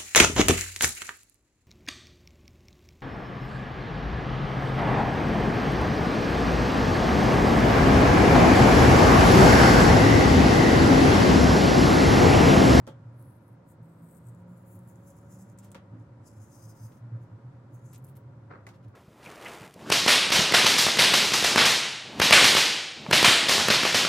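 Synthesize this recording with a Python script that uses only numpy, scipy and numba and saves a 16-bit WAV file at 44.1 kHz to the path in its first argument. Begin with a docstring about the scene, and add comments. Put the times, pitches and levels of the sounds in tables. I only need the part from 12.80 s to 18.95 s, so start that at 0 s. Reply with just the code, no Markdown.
"""A small room hums, and a far engine climbs in pitch twice. After a knock on a wooden desk, masking
tape is peeled off a sheet of paper in slow pulls and short tugs: glue threads snap in a fine crackle
that deepens as the free strip grows. Near 3 s a patch rips loose, a hand knocks and the palm settles.
The peeling resumes and ends in bright snaps just after 5 s; then hands slide and knock the sheet."""
import sys
import numpy as np
from scipy import signal
from scipy.fft import rfft, irfft
from scipy.io import wavfile
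from scipy.ndimage import uniform_filter1d
from numba import njit

SR = 44100
rng = np.random.default_rng(int(sys.argv[2]) if len(sys.argv) > 2 else 0)


def wrap_up_sound(samples):
    """Save the sound to the file named by the first command line argument, as 16-bit audio."""
    columns = np.atleast_2d(samples).T
    # keep every value between -1 and 1, then stretch to whole-number steps
    tamed = np.clip(columns, -1, 1)
    steps = np.round(tamed * 32767).astype(np.int16)
    wavfile.write(sys.argv[1], SR, steps)


N = 271347
TIME = np.arange(N) / SR
BIN_HZ = np.arange(N // 2 + 1) * SR / N


def from_db(db):
    """Decibels to gain."""
    return 10 ** (np.asarray(db) / 20)


def unit_rms(x):
    """Scale to unit power."""
    return x / np.sqrt(np.mean(x ** 2) + 1e-20)


def in_time(rows):
    """Each column of a time curve at every sample."""
    times_s, *columns = np.transpose(rows)
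    return [np.interp(TIME, times_s, column) for column in columns]


def at_hz(points, hz):
    """Read a table on a log-frequency axis."""
    known_hz, values = np.transpose(points)
    return np.interp(np.log(hz + 1e-3), np.log(known_hz), values)


def pan(balance_db):
    """Channel gains for a left-minus-right balance."""
    return from_db(np.array([[.5], [-.5]]) * balance_db)


def drift(rate_hz):
    """Slow random curve, rms 1."""
    return unit_rms(irfft(rfft(rng.standard_normal(N)) / (1 + (BIN_HZ / rate_hz) ** 2), N))


def strokes(rows, rise_s, fall_s):
    """Envelope of events that build up, hold and die away; their powers add."""
    power = np.zeros(N)
    for start_s, length_s, db in rows:
        outside = np.maximum(start_s - TIME, 0) / rise_s
        outside += np.maximum(TIME - start_s - length_s, 0) / fall_s
        power += (from_db(db) * np.exp(-np.minimum(outside, 20))) ** 2
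    return np.sqrt(power)


def highpass(order, hz):
    """Butterworth high-pass sections."""
    return signal.butter(order, hz, "high", fs=SR, output="sos")


def resonate(x, hz, width_hz):
    """Two-pole resonance, peak gain 1."""
    r = np.exp(-np.pi * width_hz / SR)
    feedback = [1, -2 * r * np.cos(2 * np.pi * hz / SR), r * r]
    return signal.lfilter(np.array([1, 0, -1]) * (1 - r * r) / 2, feedback, x + 1e-18)


def narrow_band(noise, hz, stage_width_hz):
    """Noise through two equal resonances in series, rms 1."""
    return unit_rms(resonate(resonate(noise, hz, stage_width_hz), hz, stage_width_hz))


@njit
def moving_filter(x, step, damping):
    """State-variable filter tuned by step = tan(pi hz / SR); returns high-pass and band-pass."""
    high, peak, band, low = np.zeros(len(x)), np.zeros(len(x)), 0., 0.
    for i in range(len(x)):
        g = step[i]
        high[i] = (x[i] - (damping + g) * band - low) / (1 + g * (damping + g))
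        peak[i] = band + g * high[i]
        low += 2 * g * peak[i]
        band += 2 * g * high[i]
    return high, damping * peak


# Stereo image. Each row: frequency in Hz, left-right correlation.
EAR_CORRELATION = [(30, 0.76), (70, 0.99), (140, 0.97), (290, 0.97), (640, 0.51), (1410, 0.36), (3100, 0),
                   (15000, 0.14)]

def two_ears(mid, side, hz):
    """Left and right are alike in the bass, nearly unrelated in the treble."""
    alike = np.clip(at_hz(EAR_CORRELATION, hz), -1, 1)
    return np.sqrt(1 + alike) * mid + np.sqrt(1 - alike) * side * [[1], [-1]]


# Balance of diffuse sound. Each row: frequency in Hz, left minus right in dB.
ROOM_BALANCE = [(60, 2.5), (130, 0), (290, -2.5), (640, 0.2), (1410, 1.5), (8000, 1)]

def room_noise(spectrum):
    """Diffuse stereo noise of a given spectrum, rms 1."""
    ears = two_ears(*rfft(rng.standard_normal((2, N))), BIN_HZ)
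    coloured = ears * from_db(at_hz(spectrum, BIN_HZ))
    return unit_rms(irfft(coloured * pan(at_hz(ROOM_BALANCE, BIN_HZ)), N))


# Background spectrum. Each row: frequency in Hz, relative density in dB.
AIR_SPECTRUM = [(20, -17), (50, -25), (75, -4), (110, 2.5), (170, 1), (280, -6.5), (420, -17), (700, -16),
                (1300, -19), (2000, -28.5), (2800, -37), (4500, -41), (8000, -46), (15000, -59.5)]
# Background swell. Each row: time in seconds, level in dB.
AIR_LEVEL = [(0.25, -54), (0.7, -56.5), (1.8, -55), (2.6, -54.5), (3.3, -55), (4.0, -53.5), (6.0, -55.5)]
# Room resonances. Each row: frequency in Hz, width in Hz, level in dB.
AIR_MODES = [(290.5, 28, -67), (346.3, 16, -69.5), (438.2, 6.6, -74.5), (540, 50, -67), (948, 47, -72),
             (1400, 22, -80.5), (2000, 38, -93)]

def air():
    """Near-steady rumble and hiss, with a few room resonances standing out."""
    white = room_noise([(20, 0), (20000, 0)])
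    modes = sum(from_db(db) * narrow_band(white, hz, 1.57 * width_hz) for hz, width_hz, db in AIR_MODES)
    return from_db(in_time(AIR_LEVEL)[0]) * room_noise(AIR_SPECTRUM) + modes


# The engine climbs, lets off, climbs again. Each row: time in seconds, firing rate in Hz, level in dB.
ENGINE_RUN = [(0.0, 147, -63), (0.84, 159, -66), (0.93, 161, -56), (1.14, 166, -58), (1.24, 168, -51.5),
              (1.46, 169, -64.5), (1.58, 174, -53.5), (1.8, 180, -54), (2.25, 184, -57), (2.65, 188, -56.5),
              (2.92, 196, -56), (3.05, 198, -58), (3.4, 103, -60), (4.2, 119, -64), (4.75, 129, -58.5),
              (5.4, 134, -50), (6.15, 138, -65)]
# Firing orders. Each row: multiple of the firing rate, relative level in dB.
ENGINE_ORDERS = [(1, 5), (2, -20), (3, -16), (4, -20)]

def engine(jitter=0.0088, flutter_db=3, mode_hz=555, mode_half_width_hz=16, mode_db=13):
    """Only the lowest firing orders come indoors; one that crosses a room resonance swells."""
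    firing_hz, level_db = in_time(ENGINE_RUN)
    phase = 2 * np.pi * np.cumsum(firing_hz * (1 + jitter * drift(12.8))) / SR
    orders = 0
    for order, db in ENGINE_ORDERS:
        swell_db = mode_db / (1 + ((order * firing_hz - mode_hz) / mode_half_width_hz) ** 2)
        orders += from_db(db + swell_db + flutter_db * drift(8)) * np.sin(order * phase)
    return from_db(level_db) * unit_rms(orders) * pan(-0.37)


# Low drone of the room. Each row: time in seconds, level in dB.
DRONE_LEVEL = [(0.0, -48.5), (0.42, -50.5), (0.65, -60), (1.35, -59.5), (2.05, -51), (2.3, -58), (2.8, -52),
               (3.3, -57.5), (3.85, -54), (4.15, -63.5), (5.0, -66.5), (5.55, -50), (6.15, -55.5)]
# Booms in the hum. Each row: start in seconds, length in seconds, level in dB, pitch in Hz.
HUM_BOOMS = [(0.036, 0.032, -42.5, 113.2), (0.258, 0.016, -44.5, 111.9), (0.477, 0.02, -45.5, 118.7),
             (0.717, 0.013, -49.5, 118.7), (1, 0.02, -45, 117), (1.463, 0.078, -44, 117.6),
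             (3.117, 0.097, -46, 112.6), (3.57, 0.056, -45.5, 105), (3.765, .02, -51, 112.7),
             (3.834, 0.067, -46.5, 111.1), (4.012, 0.057, -40.5, 112), (4.219, 0.072, -43, 118.6),
             (4.327, 0.034, -33, 114.3), (4.409, 0.011, -40, 119.8), (4.523, 0.033, -43, 109.1),
             (4.648, 0.034, -43, 123.1), (4.747, 0.028, -46, 123.2), (4.838, 0.014, -49, 113.6),
             (4.935, 0.024, -44, 118.5), (5.026, .025, -44.5, 118.6), (5.16, 0.012, -47, 118),
             (5.217, 0.023, -46.5, 128), (5.364, 0.013, -45, 114.7), (5.448, 0.024, -45, 118.5),
             (6.06, 0.03, -43.5, 113)]

def hum(drone_hz=112.3, wander_hz=6.86, flutter_db=2.0, lowest_hz=68):
    """A low drone wavers in pitch and level and throbs in soft booms."""
    flutter = from_db(flutter_db * drift(20))
    drone_phase = 2 * np.pi * np.cumsum(drone_hz + wander_hz * drift(13.12)) / SR
    drone = from_db(in_time(DRONE_LEVEL)[0]) * unit_rms(flutter * np.sin(drone_phase))
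    boom_hz = in_time([(start_s + length_s / 2, hz) for start_s, length_s, _, hz in HUM_BOOMS])[0]
    boom_phase = 2 * np.pi * np.cumsum(boom_hz) / SR + rng.uniform(0, 2 * np.pi)
    boom_rms = strokes([row[:3] for row in HUM_BOOMS], rise_s=0.012, fall_s=0.018)
    booms = boom_rms * np.sqrt(2) * np.sin(boom_phase)
    return signal.sosfilt(highpass(4, lowest_hz), drone + booms) * pan(-0.6)


# Slides over the desk. Each row: start in seconds, length in seconds, level in dB.
PAPER_SLIDES = [(4.32, 0.05, -65), (5.707, 0.021, -48), (5.76, 0.049, -63), (6.142, 0.01, -59.5)]
# Rubbing spectrum. Each row: frequency in Hz, relative density in dB.
SLIDE_SPECTRUM = [(150, -11), (300, 1), (500, 10.5), (800, 3), (1300, 8), (2200, -5), (3100, -22),
                  (4500, -21.5), (7000, -42), (14000, -63)]

def slide(grain_db=2.0):
    """Paper and skin rub dully and unevenly over wood."""
    envelope = strokes(PAPER_SLIDES, rise_s=0.0049, fall_s=0.04)
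    return envelope * from_db(grain_db * drift(90)) * room_noise(SLIDE_SPECTRUM)


# Palm landings. Each row: start in seconds, length in seconds, level in dB.
PALM_LANDINGS = [(3.125, 0.04, -51), (4.32, 0.027, -57)]
# Palm spectrum. Each row: frequency in Hz, relative density in dB.
PALM_SPECTRUM = [(80, -21), (170, 0), (300, 7.5), (450, -14), (1500, -22.5), (3000, -41), (12000, -66)]

def palm():
    """The holding hand settles softly on the sheet."""
    return strokes(PALM_LANDINGS, rise_s=0.012, fall_s=0.051) * room_noise(PALM_SPECTRUM)


# Centres of thud, body, clack and tick in Hz.
KNOCK_CENTRES_HZ = [220, 1400, 2900, 6500]

def knock_gain(knock, hz, bass_db=-3, top_db=-9):
    """How hard one knock drives a given frequency."""
    thud, body, clack, tick = knock[1:5]
    levels_db = [thud + bass_db, thud, body, clack, tick, tick + top_db]
    spectrum = list(zip([170, *KNOCK_CENTRES_HZ, 14000], levels_db))
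    return from_db(at_hz(spectrum, hz))


# Knocks. Each row: start in seconds; thud, body, clack and tick drive in dB; relative desk ring in dB;
# the struck spot's pitch in Hz, level in dB and T60 in seconds.
DESK_KNOCKS = [(0.0681, -60, -56, -62, -57.5, 0, 3430, -68, 0.06),
               (0.0754, -39, -49, -63, -51.5, 4.5, 540, -41.5, 0.011),
               (0.0869, -42, -62, -58, -65, 1, 1390, -50, 0.02),
               (2.9461, -44, -52, -55.5, -56.5, -4, 1300, -52, 0.012),
               (2.9516, -59, -49.5, -53, -58, -8, 950, -44.5, 0.025),
               (5.8673, -62, -53, -60, -53.5, -15, 2000, -43.5, 0.028),
               (5.872, -55, -48.5, -65, -62, -14, 2250, -49, 0.015),
               (5.889, -76, -66, -57, -57, -12, 2160, -60, 0.056)]
# Decay of a knock's tail. Each row: frequency in Hz, T60 in seconds.
TAIL_T60 = [(200, 0.029), (1000, 0.34), (3500, 0.16), (14000, 0.13)]

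def knocks(crack_t60_s=0.0085, tail_db=-8, gain_db=-12):
    """Fingers and tape strike desk and sheet: a short crack, then a tail that dies band by band."""
    out, t = np.zeros((2, N + SR)), TIME[:SR // 3]
    crack = from_db(-60 * t / crack_t60_s)
    edges_hz = np.geomspace(140, 16000, num=25)
    for low, high in zip(edges_hz, edges_hz[1:]):
        hz = np.sqrt(low * high)
        band = signal.butter(2, [low, high], "band", fs=SR, output="sos")
        tail = from_db(tail_db - 60 * t / at_hz(TAIL_T60, hz))
        for knock in DESK_KNOCKS:
            start = round(knock[0] * SR)
            decay = knock_gain(knock, hz) * (crack + tail)
            drive = two_ears(*rng.standard_normal((2, len(t))), hz) * decay
            out[:, start:start + len(t)] += signal.sosfilt(band, drive * np.sqrt(SR / (high - low)))
    return from_db(gain_db) * out[:, :N]


# Modes of desk and sheet. 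Each row: frequency in Hz, relative level in dB, T60 in seconds.
DESK_MODES = [(301, -6, 0.22), (542, 4.5, 0.2), (870, 5, 0.087), (1314, 0, 0.13), (1554, -4, 0.15),
              (1980, -3, 0.078), (3030, -9, 0.09), (3380, -8, 0.11), (4580, -16, 0.12)]

def desk_ring(modes_db=-11, cluster_hz=3280, cluster_db=-8, cluster_t60_s=0.17):
    """Each knock rings the desk's modes, a rough cluster of higher ones and the struck spot."""
    out = np.zeros((2, N))
    cluster = narrow_band(rng.standard_normal((2, N)), cluster_hz, stage_width_hz=560)
    for knock in DESK_KNOCKS:
        ring_db, spot_hz, spot_db, spot_t60_s = knock[5:]
        start = round(knock[0] * SR)
        t = TIME[:min(SR // 3, N - start)]
        span = slice(start, start + len(t))
        cluster_decay = from_db(cluster_db + ring_db - 60 * t / cluster_t60_s)
        out[:, span] += knock_gain(knock, cluster_hz) * cluster_decay * cluster[:, span]
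        modes = [(hz, knock_gain(knock, hz) * from_db(db + ring_db + modes_db), t60_s)
                 for hz, db, t60_s in DESK_MODES]
        for hz, gain, t60_s in modes + [(spot_hz, from_db(spot_db), spot_t60_s)]:
            phase = 2 * np.pi * hz * t
            out[:, span] += gain * from_db(-60 * t / t60_s) * two_ears(np.sin(phase), np.cos(phase), hz)
    return out


# Resonances of tape and sheet. Each row: frequency in Hz, width in Hz, gain in dB.
SHEET_MODES = [(4950, 620, 0), (6280, 550, -8.5), (7030, 150, -5), (8030, 930, -13.5), (10560, 1400, -13),
               (12960, 720, -10.5), (15800, 1600, -13.5)]
# Modes of the free strip. Each row: multiple of the lowest, relative width, relative gain in dB.
STRIP_MODES = [(1, 0.07, -6), (1.41, 0.088, -8.5)]
# The free strip. Each row: time in seconds, lowest mode in Hz, radiation cutoff in Hz,
# treble gain in dB, left minus right in dB.
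FREE_STRIP = [(0.72, 11300, 8800, -12, 10), (0.86, 8560, 7100, 0, 9), (1.3, 8450, 7560, 2, 12),
              (1.51, 8400, 7300, -7, 17), (1.56, 7150, 7020, -1, 13), (1.95, 7170, 6660, 13, 11),
              (2.3, 7100, 5770, 4, 3), (2.85, 7060, 5700, -5, 0.5), (3.5, 7340, 5377, -9, 9),
              (3.65, 6600, 5740, -2, 8), (3.82, 6060, 5230, 1, 6), (4.08, 6330, 5167, 6, 3),
              (4.95, 6770, 6170, 4, 6), (5.16, 7760, 6000, -17, 5), (5.26, 11000, 7680, 6, 1)]

def tape_body(ears, ring_db=0, broad_db=-20, crunch_db=-29, treble_hz=11000, wobble=0.033):
    """Snaps ring the sheet and the free strip; a short strip radiates only the highest tones."""
    strip_hz, cutoff_hz, treble_db, _ = in_time(FREE_STRIP)
    tone = sum(from_db(db) * resonate(ears, hz, width_hz) for hz, width_hz, db in SHEET_MODES)
    tone += from_db(broad_db) * ears
    strip_hz = strip_hz * (1 + wobble * drift(12))   # the strip tightens and slackens
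    cutoff_step = np.tan(np.pi * cutoff_hz / SR)
    for ear in range(2):
        for multiple, width, db in STRIP_MODES:
            step = np.tan(np.pi * np.minimum(multiple * strip_hz / SR, 4 / 9))
            tone[ear] += from_db(db + ring_db) * moving_filter(ears[ear] + 1e-18, step, width)[1]
        for damping in (.22, .7, 1.2, 1.6, 1.85, 1.98):   # 12th-order high-pass
            tone[ear] = moving_filter(tone[ear], cutoff_step, damping)[0]
    treble = signal.sosfiltfilt(highpass(2, treble_hz), tone)
    crunch = from_db(crunch_db) * resonate(ears, hz=4000, width_hz=1500)
    return tone + (from_db(treble_db) - 1) * treble + crunch


def scatter(pulses, desk_db=-4, desk_t60_s=0.08, wall_db=-3, wall_t60_s=0.17):
    """Each pulse arrives directly, then scatters off desk and hands, then off the walls."""
    t = TIME[:SR // 3]
    desk = from_db(desk_db) * unit_rms(from_db(-60 * t / desk_t60_s))
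    walls = from_db(wall_db) * unit_rms(from_db(-60 * t / wall_t60_s) * (t > .003))
    echo_power = signal.fftconvolve(pulses ** 2, (desk ** 2 + walls ** 2) / len(t))[:N]
    diffuse = np.sqrt(np.abs(echo_power)) * rng.standard_normal((2, N))
    direct = np.stack([pulses, np.roll(pulses, 1)])   # the right ear is a little farther
    balance_db = in_time(FREE_STRIP)[-1]
    return direct * pan(balance_db) + diffuse * pan(0.74)


def reflections(ears, echo_db=-17, count=6):
    """Hard surfaces nearby return a few early echoes, which comb the treble."""
    lags = (rng.uniform(.001, .012, count) * SR).astype(int)
    return ears + from_db(echo_db) * sum(np.pad(ears, ((0, 0), (lag, 0)))[:, :N] for lag in lags)


# Rips and rustles. Each row: start in seconds, length in seconds, drive in dB, relative crunch in dB.
TAPE_RIPS = [(2.786, 0.0022, -56, -13), (2.794, 0.1, -82, 1), (2.826, 0.033, -68.5, -9.5),
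             (2.916, 0.0021, -65, -1), (4.119, 0.0048, -85, 15.5), (5.129, 0.036, -60.5, -7.5),
             (5.276, 0.022, -71, -7.5), (5.353, 0.023, -71.5, -4), (5.934, 0.03, -90.5, 15),
             (6.027, 0.025, -94.5, 16), (6.081, 0.0038, -80, 4)]

def rips(tape_gain_db=4, crunch_gain_db=8, grain_db=3):
    """A patch of glue lets go in a dense run of clicks, and the paper crunches under it."""
    runs, crunches = np.zeros((2, N))
    for start_s, length_s, db, crunch_db in TAPE_RIPS:
        run = from_db(db) * ((TIME > start_s) & (TIME < start_s + length_s))
        runs += run
        crunches += from_db(crunch_db) * run
    threads = rng.standard_normal(N) * from_db(grain_db * drift(600))
    tape = tape_body(scatter(runs * threads), ring_db=-3, broad_db=-6.5)
    paper = resonate(scatter(crunches * threads), hz=2270, width_hz=2600)
    return from_db(tape_gain_db) * tape + from_db(crunch_gain_db) * paper


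# Single glue snaps and crinkles. Each row: start in seconds, drive in dB, ring in Hz.
GLUE_SNAPS = [(0.3962, -47, 11500), (0.4261, -41, 12000), (0.681, -46, 11500), (1.29, -45, 8500),
              (1.3116, -45, 8500), (1.3497, -41, 8500), (1.3698, -42, 8500), (1.471, -45, 8500),
              (1.4866, -39, 8500), (1.4944, -46, 8500), (1.5487, -47, 8000), (1.7748, -47, 10200),
              (1.7804, -45, 10200), (1.9545, -40, 10500), (1.9911, -40, 10200), (2.0756, -43, 10000),
              (2.088, -43, 10000), (2.0985, -41, 7200), (2.158, -41, 7200), (2.2847, -42, 7200),
              (2.3045, -39, 7200), (2.3875, -43, 7200), (2.4155, -46, 10000), (2.5077, -43, 12500),
              (2.5384, -42, 7200), (2.6996, -40, 7000), (2.724, -46, 13000), (2.7772, -42, 8000),
              (2.7872, -38, 7300), (2.7893, -28, 7600), (2.7982, -42, 7400), (2.846, -34, 13000),
              (2.8595, -42, 8000), (2.9061, -44, 10500), (2.9174, -29, 8200), (4.0907, -41, 14500),
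              (5.1342, -30.5, 12000), (5.1808, -37, 13000), (5.225, -49, 12000), (5.2412, -36, 12500),
              (5.2463, -28, 12000), (5.2685, -38, 10900), (5.3535, -47, 12500), (5.3688, -34, 12800)]

def snaps(ring_width_hz=1400, ring_db=3, click_db=-9, lowest_hz=6200):
    """A strong spot of glue gives way with one dry click, which rings its own patch of tape."""
    times_s, drives_db, rings_hz = np.transpose(GLUE_SNAPS)
    starts = [round(start_s * SR) for start_s in times_s]
    clicks = np.zeros(N)
    clicks[starts] = from_db(drives_db)
    ears = scatter(clicks, desk_db=-3, desk_t60_s=0.007, wall_t60_s=0.07)
    out = from_db(click_db) * ears
    for start, end, hz in zip(starts, starts[1:] + [N], rings_hz):
        out[:, start:end] += from_db(ring_db) * resonate(ears[:, start:end], hz, ring_width_hz)
    return signal.sosfilt(highpass(4, lowest_hz), out + 1e-18)


# Pulls: the tape creeps off steadily. 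Each row: start in seconds, length in seconds, drive in dB.
SLOW_PULLS = [(0.345, 0.4, -83.5), (1.03, 0.59, -79), (1.69, 1.03, -77), (3.47, 0.71, -73),
              (4.94, 0.13, -79.5)]
# Tugs: one burst of crackle each. Each row: start in seconds, length in seconds, drive in dB.
SHORT_TUGS = [(0.388, 0.12, -71.5), (0.533, 0.033, -76.5), (0.672, 0.026, -78), (0.891, 0.029, -68),
              (1.227, 0.069, -72), (1.31, 0.07, -68.5), (1.463, 0.03, -70), (1.869, 0.06, -68),
              (1.93, 0.034, -65), (2.089, 0.015, -65.5), (2.271, 0.038, -65.5), (2.367, 0.017, -69),
              (2.515, 0.043, -63.5), (2.591, 0.033, -66), (2.692, 0.01, -73.5), (3.2, 0.019, -82.5),
              (3.467, 0.016, -64), (3.613, 0.039, -67.5), (3.716, 0.086, -65), (3.827, 0.03, -61.5),
              (3.892, 0.013, -61.5), (3.972, 0.051, -68), (4.038, 0.029, -62.5), (4.419, 0.025, -80.5),
              (4.944, 0.015, -71), (5.058, 0.097, -70.5)]

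def peel(reference_threads_per_s=2000, reference_db=-69.0, spread_db=2.0, flutter_db=1.0, gain_db=1.5):
    """Glue threads break at random; a faster pull breaks more of them, in uneven surges."""
    surge = strokes(SLOW_PULLS + SHORT_TUGS, rise_s=0.014, fall_s=0.017)
    surge *= from_db(flutter_db * drift(24))
    threads_per_s = reference_threads_per_s * np.sqrt(surge / from_db(reference_db))
    chance = np.clip(threads_per_s / SR, .004, .6)
    sizes = from_db(spread_db * np.minimum(rng.exponential(1, N), 5.5)) * rng.choice([-1, 1], N)
    breaks = sizes * (rng.random(N) < chance) / np.sqrt(chance)
    crackle = tape_body(reflections(scatter(breaks)))
    running_rms = np.sqrt(uniform_filter1d(np.mean(crackle ** 2, axis=0), size=SR // 20) + 1e-12)
    return surge * from_db(gain_db) * crackle / running_rms


def scene():
    """Tape and hands close by, over the sounds of the room."""
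    tape = peel() + snaps() + rips()
    hands = knocks() + desk_ring() + slide() + palm()
    return tape + hands + hum() + engine() + air()


def record(dry, cutoff_hz=15800):
    """Steep elliptic low-pass."""
    return signal.sosfilt(signal.ellip(12, .1, 80, cutoff_hz, fs=SR, output="sos"), dry)


dry = scene()
out = record(dry)
wrap_up_sound(out)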